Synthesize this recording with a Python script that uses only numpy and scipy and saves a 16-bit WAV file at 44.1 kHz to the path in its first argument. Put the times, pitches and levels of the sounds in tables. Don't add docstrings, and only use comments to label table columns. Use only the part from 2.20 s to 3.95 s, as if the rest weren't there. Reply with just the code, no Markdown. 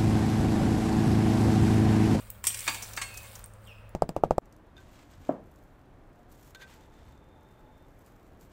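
import sys
import numpy as np
from scipy import signal
from scipy.io import wavfile
from scipy.ndimage import uniform_filter1d

SR = 44100
rng = np.random.default_rng(int(sys.argv[2]) if len(sys.argv) > 2 else 0)


def master(y):
    cut = np.clip(np.atleast_2d(y).T, -1, 1)
    pcm = np.round(cut * 32767)
    wavfile.write(sys.argv[1], SR, pcm.astype(np.int16))


N = 77175
EDGE_HZ = 15850


def amp(db):
    return 10 ** (np.asarray(db) / 20)


def unit(x):
    return x / np.sqrt(np.mean(x ** 2) + 1e-20)


def clock(size=N):
    return np.arange(size) / SR


def fade(t60, rise=0):
    t = clock()
    return np.exp(-np.log(1000) * t / max(t60, 1e-4)) * (1 - np.exp(-t / max(rise, 1e-5)))


def add(mix, start, sound):
    part = mix[max(round(start * SR), 0):]
    part += sound[:len(part)]


def colour(x, points, size=2048):
    f, db = np.transpose(points)
    hz = abs(np.fft.fftfreq(size, 1 / SR))
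    log_gain = np.log(amp(np.interp(np.log(hz + 1), np.log(f), db)))
    taps = np.fft.ifft(np.exp(signal.hilbert(log_gain).conj())).real[:size // 2]
    return signal.oaconvolve(x, taps / np.linalg.norm(taps))[:N]


def ring(pitches, levels, decays, size=24000):
    t = clock(size)
    sound = sum(amp(db - 60 * t / t60) * np.sin(2 * np.pi * (hz * t + rng.random()))
                for hz, db, t60 in zip(pitches, levels, decays))
    return np.pad(sound, (0, N - size)) / np.sqrt(np.sum(amp(levels) ** 2) / 2)


def convolve(x, response):
    return signal.fftconvolve(x, response / np.linalg.norm(response))[:N]


def echo(x, t60, rise):
    return convolve(x, rng.standard_normal(N) * fade(t60, rise))


# f/Hz, level/dB
FAN_TONES = [(40, -61), (105, -54), (210, -68.5)]
# f/Hz, level/dB
AIR_SPECTRUM = [(20, -4), (40, 7.5), (60, 8), (85, 5), (140, -4.5), (200, -5), (280, -14), (440, -9),
                (540, -3), (720, -11), (1300, -11), (2500, -22.5), (4500, -34), (9000, -42.5), (16000, -47)]


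def fan(air_db=-54, waver=0.082, size=3000):
    def drift():
        return unit(uniform_filter1d(uniform_filter1d(rng.standard_normal(N), size), size))
    hum = np.zeros(N)
    for hz, db in FAN_TONES:
        level = amp(db) * np.sqrt(2) * (1 + waver * drift())
        hum += level * np.sin(2 * np.pi * hz * clock() + 0.52 * drift())
    return hum + amp(air_db) * colour(rng.standard_normal(N), AIR_SPECTRUM, size=8192)


# f/Hz, level/dB, t60/s
BOWL_HZ = [291, 899, 1098, 1156, 1660, 1746, 2193, 2280, 2666, 2822, 3592, 4358, 4700, 7568]
BOWL_DB = [-7.5, -0.5, 2, -1.5, -4.5, -11.5, 2.5, -8, -5.5, -3.5, -1, 1.5, -1, -4.5]
BOWL_T60_S = [.15, 0.24, 0.19, 0.18, 0.26, 0.25, 0.084, 0.57, 0.15, .15, 0.16, 0.086, 0.15, .25]


def bowl_ring():
    return ring(BOWL_HZ, BOWL_DB, BOWL_T60_S)


# t/s, level/dB
RATTLE_LEVELS = [(0, -54.5), (.12, -63), (0.231, -69), (0.242, -43), (.32, -47.5), (.42, -43), (.53, -42),
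                 (.6, -49.5), (.66, -48), (.72, -50.5), (.86, -54), (.95, -54.5), (1.06, -52.5),
                 (1.15, -54.5), (1.22, -63), (1.29, -82), (1.451, -65), (1.75, -84)]
# f/Hz, level/dB
RATTLE_SPECTRUM = [(200, -21), (600, -10.5), (1300, 1), (2400, 6), (4000, 3.5), (6000, -3), (8200, 6),
                   (11000, 0), (13000, 0), (15500, 5.5)]
# t/s, level/dB
PATTER_LEVELS = [(.24, -93), (.42, -66), (.55, -53.5), (.7, -53.5), (.9, -54.5), (1.1, -62.5), (1.2, -56),
                 (1.3, -70.5)]
# f/Hz, level/dB
PATTER_SPECTRUM = [(60, -22.5), (180, 4.5), (300, -4.5), (600, -4.5), (1200, -1.5), (2000, -7.5),
                   (4000, -16), (12000, -33.5)]


def seed_stream(seeds_per_s=2800, spread_db=2, t60=0.0051, bowl_db=-13.5, pitches=32, size=512):
    impacts, t, decay = np.zeros(N), clock(size), fade(t60)[:size]
    for hz in np.linspace(800, EDGE_HZ, pitches):
        strength = amp(spread_db * np.minimum(rng.exponential(1, N), 4)) * rng.choice([-1, 1], N)
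        hits = strength * (rng.random(N) < seeds_per_s / pitches / SR)
        grain = decay * np.sin(2 * np.pi * hz * t) + 0.59 * decay ** 2 * rng.standard_normal(size)
        impacts += signal.oaconvolve(hits, grain)[:N]
    rattle = unit(colour(impacts, RATTLE_SPECTRUM)) * amp(np.interp(clock(), *np.transpose(RATTLE_LEVELS)))
    patter = unit(colour(impacts, PATTER_SPECTRUM)) * amp(np.interp(clock(), *np.transpose(PATTER_LEVELS)))
    return rattle + patter + amp(bowl_db) * convolve(rattle, bowl_ring())


# t/s, level/dB, f/Hz, ring re snap/dB
SEED_TICKS = [(0.103, -21.5, 8460, -9), (0.306, -34, 3170, 9), (.9815, -49, 9400, 11),
              (1.0313, -33.5, 9100, -11), (1.12, -42, 11900, -5), (1.194, -35.5, 3600, -15),
              (1.242, -43.5, 8600, 15), (1.26, -36.5, 11100, -4.5), (1.337, -42, 8940, -2),
              (1.4735, -45, 8440, -4), (1.6928, -45.5, 11000, -3.5)]
# f/Hz, level/dB
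SNAP_SPECTRUM = [(300, -56), (2500, -13), (5000, -7), (8000, 0), (11000, -3), (15500, 6.5)]


def seed_ticks(snap_t60=0.0059, ring_t60=0.0057):
    out = np.zeros(N)
    for start, db, hz, ring_db in SEED_TICKS:
        snap = colour(rng.standard_normal(N) * fade(snap_t60), SNAP_SPECTRUM)
        ping = amp(ring_db) * fade(ring_t60) * np.sin(2 * np.pi * hz * clock())
        add(out, start, amp(db) * (snap + ping))
    return out


# t/s, level/dB, t60/s
CLINKS = [(0.2409, -26.5, 0.013), (0.2508, -33, 0.041), (0.2615, -33, .03), (0.2689, -17.5, 0.067),
          (0.3453, -38, 0.042), (0.3738, -37, .03), (0.3914, -30, 0.027), (0.394, -54.5, .03),
          (0.4057, -33, 0.021), (0.4586, -46, 0.059)]
# f/Hz, level/dB
CLINK_SPECTRUM = [(300, -28), (1500, -15), (2600, -7), (4300, -14.5), (5700, -2.5), (6500, -7.5),
                  (8200, 3.5), (9500, -3.5), (12000, -8.5), (16000, -14)]
# f/Hz, level/dB, t60/s
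RIM_HZ = [2369, 3090, 5657, 7142, 7296, 7698, 8097, 8181, 8240, 8485, 8614, 11856]
RIM_DB = [-17.5, -7.5, 0.5, -12, -10.5, -16, -5, 1, -1.5, -11.5, 2.5, -8]
RIM_T60_S = [0.42, 0.098, .11, .1, .12, .15, 0.16, 0.091, .13, 0.051, 0.17, .18]


def rim_clinks(ring_db=-6):
    out, steel = np.zeros(N), ring(RIM_HZ, RIM_DB, RIM_T60_S)
    longest = max(t60 for _, _, t60 in CLINKS)
    for start, db, t60 in CLINKS:
        contact = colour(rng.standard_normal(N) * fade(t60), CLINK_SPECTRUM)
        add(out, start, amp(db) * (contact + amp(ring_db) * steel * (t60 / longest) ** 2))
    return out


# t/s, clatter/dB, treble gain/dB, swell/s, clatter t60/s, bowl ring/dB, pan ring/dB
KNOCKS = [(.2412, -34, -23, 0.00033, 0.05, -46, -56), (.3435, -42, 16, 0.00051, 0.048, -69, -58),
          (.4678, -28, -9, 0.00035, 0.018, -76, -63), (.4769, -21.5, -1, 0.00065, 0.092, -28.5, -37),
          (.543, -39, 9, 0.0014, 0.085, -67, -48), (.7735, -23.5, -35, 0.0014, 0.047, -37.5, -37),
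          (.8137, -30.5, 9, 0.0035, 0.075, -58, -34.5), (1.035, -48, -2.5, 0.0065, 0.12, -55.5, -52.5)]
# f/Hz, level/dB
CLATTER_SPECTRUM = [(50, -34.5), (150, -13), (280, -7.5), (480, -16.5), (900, -3), (1400, -6.5),
                    (2300, -2.5), (3900, -13.5), (5500, -14), (8000, -9.5), (11000, -21), (16000, -28.5)]
# f/Hz, level/dB, t60/s
PAN_HZ = [1122, 1608, 2160, 2410, 2706, 4382, 6285, 7390, 7690, 8130, 8445]
PAN_DB = [-3.5, -6.5, 2, -3, -4.5, -5.5, -3, -17.5, -11.5, -3.5, -2]
PAN_T60_S = [0.21, 0.26, 0.16, 0.06, .35, 0.23, 0.12, .12, 0.35, 0.27, 0.11]


def pan_knocks(treble_hz=3700, chatter_db=-2, touching_t60=0.26):
    out = np.zeros(N)
    for start, db, treble_db, swell, t60, bowl_db, pan_db in KNOCKS:
        contacts = rng.standard_normal(N) * fade(t60, swell)
        clatter = amp(db) * colour(contacts, CLATTER_SPECTRUM)
        low = signal.lfilter(*signal.butter(2, treble_hz, fs=SR), clatter)
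        high = signal.lfilter(*signal.butter(2, treble_hz, "high", fs=SR), clatter)
        metal = amp(bowl_db) * bowl_ring() + amp(pan_db) * ring(PAN_HZ, PAN_DB, PAN_T60_S)
        chatter = amp(chatter_db) * convolve(metal * fade(touching_t60), contacts)
        free_ring = metal * (1 - np.exp(-clock() / swell))
        add(out, start, 0.92 * (low - amp(treble_db) * high) + chatter + free_ring)
    return out


# t/s, level/dB, t60/s
SKIDS = [(0.6223, -32, 0.099), (0.733, -31.5, 0.028), (0.764, -34.5, 0.099), (0.94, -38, 0.034),
         (0.9721, -32.5, 0.045), (1.153, -36, 0.044)]
# f/Hz, level/dB
SKID_SPECTRUM = [(500, -19), (2500, -16), (4000, -21), (5500, -6), (8000, -8), (10000, -17), (16000, -13.5)]


def seed_skids():
    out = np.zeros(N)
    for start, db, t60 in SKIDS:
        add(out, start, amp(db) * rng.standard_normal(N) * fade(t60, rise=0.0016))
    return colour(out, SKID_SPECTRUM)


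# t/s, level before the echoes/dB
FALLING_CALLS = [(1.461, -51.5)]


def bird(held_at_s=0.875, held_hz=2543, top_hz=3550, end_hz=2430, fall_s=0.023):
    def arch(seconds):
        return np.sqrt(abs(np.sin(np.pi * np.minimum(t / seconds, 1))))
    out, t = np.zeros(N), clock()
    held = arch(0.12) * np.sin(2 * np.pi * held_hz * t)
    add(out, held_at_s, amp(-54.5) * held)
    rasp = 1 + 0.22 * unit(uniform_filter1d(rng.standard_normal(N), size=40))
    pitch = end_hz + (top_hz - end_hz) * np.exp(-t / fall_s) * rasp
    phase = 2 * np.pi * np.cumsum(pitch) / SR
    call = arch(0.073) * (np.sin(phase) + amp(-18.5) * np.sin(2 * phase))
    for start, db in FALLING_CALLS:
        add(out, start, amp(db) * call)
    return 0.4 * out + 0.99 * echo(out, t60=0.052, rise=0.0011) + echo(out, t60=0.65, rise=0.003)


def scene():
    contacts = pan_knocks() + rim_clinks() + seed_skids()
    stream, ticks = seed_stream(), seed_ticks()
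    near = contacts + stream + amp(-9) * echo(stream + ticks, t60=0.061, rise=0.0045)
    into_room = near + amp(-4.5) * ticks
    room = amp(-10) * echo(into_room, t60=0.5, rise=0.0043)
    return (near + ticks + room + bird() + fan())[None]


def record(dry):
    lowpass = signal.firwin(511, EDGE_HZ, window=("kaiser", 9), fs=SR)
    return signal.oaconvolve(dry, lowpass[None], "same")


dry = scene()
out = record(dry)
master(out)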